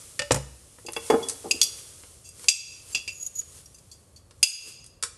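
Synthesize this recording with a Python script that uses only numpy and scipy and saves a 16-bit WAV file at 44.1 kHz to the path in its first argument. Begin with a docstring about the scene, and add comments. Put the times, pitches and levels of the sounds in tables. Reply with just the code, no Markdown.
"""A metal utensil clinks and scrapes in a small kitchen, each clink a set of decaying partials plus dense noise.
A knife lands tip first on a cutting board, things knock on the counter and plastic clicks, all as modal blows.
Filtered noise makes the scrape's squeal, the rustle of a leather sleeve and a low hum.
The room rings after each blow; the phone's limiter ducks on the loudest clinks, then their tails swell back."""
import sys
import numpy as np
from scipy import signal
from scipy.fft import rfft, irfft, next_fast_len
from scipy.io import wavfile
from scipy.ndimage import uniform_filter1d, minimum_filter1d

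SR = 44100
rng = np.random.default_rng(int(sys.argv[2]) if len(sys.argv) > 2 else 0)


def wrap_up_sound(samples):
    """Save the sound to the file named by the first command line argument, as 16-bit audio."""
    columns = np.atleast_2d(samples).T
    # keep every value between -1 and 1, then stretch to whole-number steps
    tamed = np.clip(columns, -1, 1)
    steps = np.round(tamed * 32767).astype(np.int16)
    wavfile.write(sys.argv[1], SR, steps)


N = 228066
TIME = np.arange(N) / SR
RING = TIME[:SR // 2]  # time axis of one blow [s]


def undb(db):
    """Decibels to gain."""
    return 10 ** (np.asarray(db) / 20)


def unit(x):
    """Scale to rms 1."""
    return x / np.sqrt(np.mean(x ** 2))


def decay(t, t60):
    """Exponential fade that loses 60 dB in t60 seconds."""
    return np.exp(-np.log(1000) * t / t60)


def add(track, s, sound):
    """Mix a sound in at s seconds."""
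    start = int(s * SR)
    track[start:start + len(sound)] += sound[:N - start]


def noise(points, size):
    """Noise of rms 1 with a spectrum of (frequency [Hz], level [dB]) points, joined along log frequency."""
    hz, db = np.transpose(points)
    length = next_fast_len(size)
    bins = np.maximum(np.fft.rfftfreq(length, 1 / SR), 1)
    gain = undb(np.interp(np.log(bins), np.log(hz), db))
    white = rfft(rng.standard_normal(length))
    return unit(irfft(white * gain, length)[:size])


def swell(peak_s, rise_s, fall_s):
    """Gain that grows exponentially to 1 at the peak and dies away after it."""
    return np.exp(-np.maximum((peak_s - TIME) / rise_s, (TIME - peak_s) / fall_s))


def held(start, end, attack_s, release_s):
    """Gain that rises at the start, holds, and is released at the end."""
    attack = 1 - np.exp(-np.maximum(TIME - start, 0) / attack_s)
    release = np.exp(-np.maximum(TIME - end, 0) / release_s)
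    return attack * release


def friction(size, grain_db):
    """Countless tiny slips of uneven strength, one each millisecond."""
    step = SR // 1000
    strengths = undb(grain_db * rng.standard_normal(size // step + 1))
    return unit(np.repeat(strengths, step)[:size])


def blow(modes, crack, crack_db, crack_t60, tilt_db, rise):
    """One blow, rms 1 over its first 10 ms: decaying modes and a burst of dense ones; tilt [dB/octave] shapes both."""
    def tilt(f):
        return tilt_db * np.log2(np.maximum(f, 350))  # level below 350 Hz

    hz, db, t60 = np.transpose(modes)
    gain = undb(db + tilt(hz)) * (-1) ** np.arange(len(hz))  # neighbouring modes start in opposite phase
    waves = np.sin(2 * np.pi * hz[:, None] * RING) * decay(RING, t60[:, None])
    ring = gain @ waves / np.linalg.norm(gain)
    tilted_crack = [(f, level + tilt(f)) for f, level in crack]
    burst = noise(tilted_crack, len(RING)) * decay(RING, crack_t60)
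    onset = 1 - np.exp(-RING / rise)
    sound = (ring + undb(crack_db) * burst) * onset
    return sound / np.sqrt(np.mean(sound[:SR // 100] ** 2))


def hum():
    """The low hum of the room: steady noise, heaviest in the bass."""
    # spectrum of the hum: (frequency [Hz], relative level [dB])
    hum_spectrum = [(15, -32), (25, -7.5), (91, 3.5), (138, -4.5), (213, -13), (555, -13.5), (737, -21.5),
                    (861, -23), (1010, -24.5), (1090, -19.5), (1440, -28), (4060, -37), (4380, -25),
                    (4730, -43.5), (12000, -36), (15600, -61), (22000, -120)]
    return undb(-56.5) * noise(hum_spectrum, N)


def kitchen(x, early_db, early_t60, late_db):
    """Quick reflections from worktop and cupboards, then a diffuse tail that fades band by band."""
    # decay of the room: (band centre [Hz], t60 [s])
    room_decay = [(100, 0.58), (500, 0.51), (2700, 0.7), (5000, 0.72), (11000, 0.46)]
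    t = TIME[:SR]
    bins = np.maximum(np.fft.rfftfreq(SR, 1 / SR), 1)
    hz, t60s = np.transpose(room_decay)
    white = rfft(rng.standard_normal(SR))
    late = np.zeros(SR)
    for band, t60 in zip(np.eye(len(hz)), t60s):
        weight = np.interp(np.log(bins), np.log(hz), band)  # overlapping triangular bands
        late += irfft(white * weight) * decay(t, t60)
    late *= np.clip(t / 0.019, 0, 1)  # the tail builds over 19 ms
    early = rng.standard_normal(SR) * decay(t, early_t60) * (t > .002)
    response = (undb(early_db) * unit(early) + undb(late_db) * unit(late)) / np.sqrt(SR)
    return x + signal.fftconvolve(x, response)[:N]


def sleeve():
    """Leather rustles as the arm moves: grainy friction noise, with a swish at each quick brush."""
    # the moving arm: (time [s], level of the rustle's treble [dB])
    arm = [(0.0, -46.5), (0.33, -55), (0.52, -55.5), (0.89, -55.5), (1.07, -45), (1.41, -47.5),
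           (1.65, -44.5), (2.13, -52.5), (2.32, -60.5), (2.48, -54.5), (3.46, -56), (4.05, -63.5),
           (4.29, -68.5), (4.45, -61.5), (4.61, -50.5), (4.85, -68.5), (5.07, -74), (5.17, -74)]
    # quick brushes of the sleeve: (time at the fastest [s], level [dB], swell [s], fade [s])
    brushes = [(1.08, -41.5, 0.074, 0.052), (1.79, -43, .04, 0.02), (2.442, -43.5, 0.069, .04),
               (2.918, -45, .06, .025), (3.58, -47.5, 0.096, 0.044), (4.69, -39.5, 0.079, 0.033)]
    # spectrum of the leather: (frequency [Hz], relative level [dB])
    leather = [(180, -33.5), (300, -10.5), (484, -5), (723, -16), (1240, -11), (1740, -15.5), (3380, -9),
               (3770, -11), (9520, -1), (12000, -9.5), (15600, -37.5), (22000, -120)]
    whole_over_treble_db = 0.5
    rustle = undb(whole_over_treble_db + np.interp(TIME, *np.transpose(arm)))
    swishes = sum(undb(db) * swell(s, rise_s, fall_s) for s, db, rise_s, fall_s in brushes)
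    return noise(leather, N) * friction(N, grain_db=1.0) * np.hypot(rustle, swishes)


def clicks():
    """Short dry snaps of handled plastic: a fast-rising crack over a few brief modes."""
    # light plastic clicks: (time [s], level [dB], tilt [dB/octave])
    snaps = [(0.785, -51, -9.5), (0.921, -40, 41), (0.933, -36, 4), (1.286, -27.5, 7), (1.296, -27.5, 3),
             (2.035, -49.5, -5.5), (2.394, -49, -2), (2.442, -43, -1.5), (3.281, -52, 10.5),
             (3.416, -51.5, -1), (4.309, -53, -3.5), (4.842, -50, 2.5), (4.863, -48, 8),
             (5.026, -27.5, 1.5), (5.0352, -25.5, 0.5)]
    # modes of the plastic: (frequency [Hz], relative level [dB], t60 [s])
    plastic = [(484, -1, 0.11), (1054, -2, 0.048), (1300, 3.5, 0.05), (1880, -7, 0.066), (2510, -6, 0.024),
               (4760, 4, 0.023), (6050, -3, 0.12), (8900, 0, 0.014), (9380, 0, 0.061)]
    # spectrum of the crack: (frequency [Hz], relative level [dB])
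    plastic_crack = [(30, -26.5), (150, -14), (700, -16.5), (1200, -5), (3000, -5.5), (5000, -1),
                     (9300, 0.5), (11000, -5), (12000, -26.5)]
    out = np.zeros(N)
    for s, db, tilt_db in snaps:
        snap = blow(plastic, plastic_crack, crack_db=10.5, crack_t60=.026, tilt_db=tilt_db, rise=.0003)
        add(out, s, undb(db) * snap)
    return out


def knocks():
    """Things set down and nudged on the counter; a harder contact is brighter and rises faster."""
    # knocks on the counter: (time [s], level [dB], tilt [dB/octave])
    contacts = [(.846, -45.5, -10.5), (.884, -36, 4.5), (.964, -29.5, 5.5), (1.1, -13.5, 1.5),
                (1.121, -19, -2.5), (1.137, -17, -4), (1.15, -30, -2.5), (1.441, -38, -5.5),
                (1.455, -34.5, -7.5), (1.504, -39.5, -5.5), (1.54, -39, -12.5), (4.662, -54.5, -19)]
    # modes of the counter: (frequency [Hz], relative level [dB], t60 [s])
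    counter = [(252.2, -9.5, 0.097), (335.3, -3, 0.08), (393, -1.5, 0.11), (463.7, 3, 0.12),
               (578, -4, 0.055), (620, -17.5, 0.12), (843, -6.5, .06), (888, -7, .07), (1075, -8, 0.059),
               (1485, -15.5, 0.052), (2190, -16.5, 0.067), (2900, -20, 0.083)]
    crack = [(25, -40), (90, -21), (250, 1.5), (820, 2.5), (1700, -11.5), (4000, -33.5), (11000, -32.0)]
    rise_at_no_tilt_s, tilt_db_per_halving = 0.0014, 3
    out = np.zeros(N)
    for s, db, tilt_db in contacts:
        rise = rise_at_no_tilt_s * 2 ** (-tilt_db / tilt_db_per_halving)
        knock = blow(counter, crack, crack_db=-2, crack_t60=0.058, tilt_db=tilt_db, rise=rise)
        add(out, s, undb(db) * knock)
    return out


def bounces(s, db, tilt_db, thud_db, count):
    """The hops that follow a drop, each shorter and weaker than the last."""
    first_gap_s, gap_keep = .026, .6  # each gap is this share of the one before
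    loss_db, thud_loss_db = 7.5, 3  # per hop
    times = s + np.cumsum(first_gap_s * gap_keep ** np.arange(count))
    return [(t, db - loss_db * k, tilt_db, thud_db - thud_loss_db * k) for k, t in enumerate(times, 1)]


def knife():
    """The tip lands first, then the handle drops and bounces; the board thuds beneath."""
    # knife on the board, tip first, handle last: (time [s], level [dB], tilt [dB/octave], board thud [dB])
    hits = [(.192, -22.5, 0.5, -37), (.218, -31, -0.5, -39), (.3079, -24.5, -0.5, -15),
            (.3171, -19.5, 12, -26)]
    # modes of the blade: (frequency [Hz], relative level [dB], t60 [s])
    blade_modes = [(520.8, -11.5, 0.31), (577, -7.5, 0.24), (1293, -7, 0.062), (1462, -11, 0.078),
                   (1810, 0, 0.071), (2290, -7.5, 0.014), (2606, -12.5, .15), (2880, -2.5, 0.072),
                   (3300, -7, 0.034), (5020, -10, 0.036), (5710, -0.5, 0.014), (6970, -1, 0.022),
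                   (7960, -1, 0.013)]
    # modes of board and worktop: (frequency [Hz], relative level [dB], t60 [s])
    board_modes = [(64.4, -4.5, 0.8), (109, -0.5, .3), (136.8, -1, 0.32), (193, -6.5, .18),
                   (261, -8.5, 0.2), (485, 6.5, .09), (582, 7, 0.087), (850, 4, .05), (932, 5.5, 0.042),
                   (1050, -4.5, 0.058)]
    blade_crack = [(40, -53.5), (800, -35.0), (1400, -2.0), (5000, -2.5), (9500, -9.0), (12000, -26.5)]
    board_crack = [(25, -31.5), (60, -5.5), (120, 7), (400, -1.0), (950, -2.5), (2300, -8.0), (8000, -46.5)]
    out = np.zeros(N)
    for s, db, tilt_db, thud_db in hits + bounces(*hits[-1], count=3):
        blade = blow(blade_modes, blade_crack, crack_db=0.5, crack_t60=.035, tilt_db=tilt_db, rise=0.0014)
        board = blow(board_modes, board_crack, crack_db=-2.5, crack_t60=.06, tilt_db=0.5, rise=0.00053)
        add(out, s, undb(db) * blade + undb(thud_db) * board)
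    return out


def scrape():
    """Sliding metal: stick and slip drive a narrow squeal that builds in each stroke and jumps where the edge catches."""
    # resonances of the squeal: (frequency [Hz], width [Hz], filter gain [dB])
    resonances = [(6760, 57, 13), (6900, 930, -62), (10600, 200, -8.5), (11680, 130, -10.5)]
    # strokes of metal on metal, pressed harder towards the end: (start [s], end [s], level at the end [dB])
    slides = [(3.096, 3.258, -38.5), (3.35, 3.406, -31)]
    # squeaks where the sliding edge catches: (time [s], length [s], level [dB])
    squeaks = [(3.224, 0.0076, -28.5), (3.263, 0.0077, -25.5), (3.353, 0.0037, -36.5),
               (3.386, 0.0086, -26.5)]
    attack_s, release_s, build_db = .001, 0.0041, 10.5
    slips = rng.standard_normal(N) * friction(N, grain_db=-4)
    squeal = np.zeros(N)
    for hz, width, db in resonances:
        squeal += undb(db) * signal.lfilter(*signal.iirpeak(hz, hz / width, fs=SR), slips)
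    strokes, catches = np.zeros(N), np.zeros(N)
    for start, end, db in slides:
        below_end_db = np.interp(TIME, [start, end], [build_db, 0])
        strokes += held(start, end, attack_s, release_s) * undb(db - below_end_db)
    for s, length, db in squeaks:
        catches += held(s, s + length, attack_s, release_s) * undb(db)
    return unit(squeal) * np.hypot(strokes, catches)


def clusters(modes):
    """Spectrum (Hz, dB) of the metal's dense modes: a hump around each strong mode on a broad base."""
    # dense modes between the clusters: (frequency [Hz], level [dB])
    metal_crack = [(30, -35.5), (200, -32), (1000, -30), (1800, -26), (2550, -13), (3800, -11.5),
                   (4700, -13), (7000, -2), (10000, -10.5), (12000, -15)]
    width_hz, lift_db = 80, 8
    grid = np.arange(30, 13000, 40)
    humps = sum(undb(db + lift_db) / (1 + ((grid - hz) / width_hz) ** 2) for hz, db, _ in modes)
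    base = undb(np.interp(grid, *np.transpose(metal_crack)))
    return np.column_stack([grid, 20 * np.log10(np.hypot(humps, base))])


def free_ring(hz, db, length):
    """The faint, long twin (Hz, dB, t60 s) of a mode: weaker and shorter for high partials, shorter in a tight grip."""
    below_mode_db, longest_t60 = -29, 0.69
    knee_hz, fall_power, db_per_octave = 2690, 0.32, -3.5  # above the knee it shortens and weakens
    octaves = np.log2(max(hz / knee_hz, 1))
    level_db = db + below_mode_db + db_per_octave * octaves
    t60 = longest_t60 * min(length, 1) * 2 ** (-fall_power * octaves)
    return hz, level_db, t60


def clinks():
    """The place struck picks the modes; a clean contact favours one and hardly rattles; a loose grip lets them ring."""
    # utensil clinks: (time [s], level [dB], place struck [0 tip to 1 handle], tilt [dB/octave], rise [s],
    # partial that the contact favours [Hz], its lift [dB], ring length [factor])
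    strikes = [(.862, -36.5, 0, 2.5, 0.014, 4730, 3, 0.63),
               (.885, -37.5, 0.46, -10, 0.0013, 3385, 10, 0.57),
               (.963, -29.5, 0.5, -10.5, .0027, 3385, 17, 0.74),
               (1.1, -30.5, 0.69, 0, 0.00076, 3385, 17, 1.6), (1.228, -35, 1, 3, 0.0048, 3385, 21.5, 1.36),
               (1.51, -16, 0.0021, -0.5, 0.002, 6570, 2.5, 0.67),
               (1.6142, -12, 1, -2, 0.00095, 6570, 6, 0.74), (1.628, -17, 1, 5, 0.00045, 5500, 5, 1.36),
               (2.241, -51.5, .6, 6, 0.037, 6570, 6, 3.6), (2.288, -42.5, 0.23, 13, 0.0026, 8470, 10, 0.71),
               (2.484, -0.5, 0.63, 0, 0.00073, 7400, 6, 1.47),
               (2.924, -38.5, 0.52, 7.5, 0.0072, 7400, 17, 1.5),
               (2.947, -21, 0.64, -4.5, 0.0014, 2720, 7, 1.24),
               (2.967, -33, 0.9, -5.5, 0.0018, 2770, 4, 2.6), (3.077, -30, 0.49, -5.5, 0.00027, 2630, 2, 2),
               (3.657, -46, 1, 12.5, 0.0028, 5610, 15, 0.56),
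               (3.743, -49, 0.42, 8.5, .005, 6170, 11.5, 1.15), (3.783, -52.5, .31, 4, .0035, 4905, 2, .8),
               (3.914, -44.5, 0.81, 4.5, .001, 4460, 11, 2.4), (4.161, -49, 0.94, 2.5, .001, 4420, 16, 2.2),
               (4.4286, 5, 0, -0.5, 0.00057, 4800, 4.5, 1.2)]
    # utensil modes, singing partials first: (frequency [Hz], level struck at the tip [dB],
    # in the middle [dB], at the handle [dB], t60 at ring length 1 [s])
    utensil = [(2686, -4, -3, -24, .09), (3385, -15, -12, -5, .07), (4460, -10, -12, -2, .05),
               (4905, -1, -4, -12, .075), (5675, -16, -8, -4, .06), (6185, -17, -5, -18, .05),
               (6570, -1, -7, -1, .07), (2380, -22, -14, -36, .04), (2600, -13, -8, -26, .05),
               (2770, -13, -9, -24, .05), (4780, -8, -1, -2, .06), (5745, -18, -18, -5, .06),
               (7405, -3, -3, -13, .05), (8470, -12, -6, -14, .045), (9900, -4, -12, -16, .045),
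               (10650, -20, -22, -13, .035), (11500, -18, -32, -13, .02)]
    grip_after_s, grip_damp_s = 0.33, .035  # the hand then closes on the metal and stops it
    grip = np.exp(-np.maximum(RING - grip_after_s, 0) / grip_damp_s)
    out = np.zeros(N)
    for s, db, place, tilt_db, rise, lead_hz, lead_db, length in strikes:
        struck = [(hz, np.interp(place, [0, .5, 1], dbs), t60 * length) for hz, *dbs, t60 in utensil]
        modes = []
        for hz, level, t60 in struck:
            lift_db = lead_db * np.exp(-((hz - lead_hz) / 150) ** 2)
            modes.append((hz, level + lift_db, t60))
        free = [free_ring(hz, level, length) for hz, level, _ in modes]
        rattle_db = 3 - .5 * lead_db  # the more a contact lifts one partial, the less it rattles
        clink = blow(modes + free, clusters(struck), crack_db=rattle_db, crack_t60=0.052 * length,
                     tilt_db=tilt_db, rise=rise)
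        add(out, s, undb(db) * grip * clink)
    return out


def scene():
    """Each struck or sliding thing has its own balance of reflections in the same humming room."""
    plastic = kitchen(clicks(), early_db=-5.5, early_t60=0.17, late_db=-15)
    counter = kitchen(knocks(), early_db=-5.0, early_t60=0.066, late_db=-11.0)
    board = kitchen(knife(), early_db=-12.0, early_t60=0.28, late_db=-19.0)
    sliding = kitchen(scrape(), early_db=-9.0, early_t60=0.068, late_db=-17.5)
    metal = kitchen(clinks(), early_db=-12.0, early_t60=0.29, late_db=-19.5)
    return (hum() + sleeve() + plastic + counter + board + sliding + metal)[None]


def limiter(x, ceiling_db, release_db_per_s):
    """The gain drops just ahead of a peak and climbs back at a steady rate."""
    over = np.maximum(20 * np.log10(np.abs(x).max(axis=0) + 1e-9) - ceiling_db, 0)
    climb = release_db_per_s * TIME
    gain_db = climb - np.maximum.accumulate(over + climb)
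    ahead = SR // 500  # 2 ms window
    return x * undb(uniform_filter1d(minimum_filter1d(gain_db, ahead), ahead))


def record(dry):
    """The microphone chain loses the deepest bass and limits the peaks; the finished sound is band-limited to 12 kHz."""
    band = signal.sosfilt(signal.butter(2, 40, "highpass", fs=SR, output="sos"), dry)
    limited = limiter(band, ceiling_db=-2.5, release_db_per_s=48)
    return signal.sosfilt(signal.ellip(10, .2, 75, 12000, fs=SR, output="sos"), limited)


dry = scene()
out = record(dry)
wrap_up_sound(out)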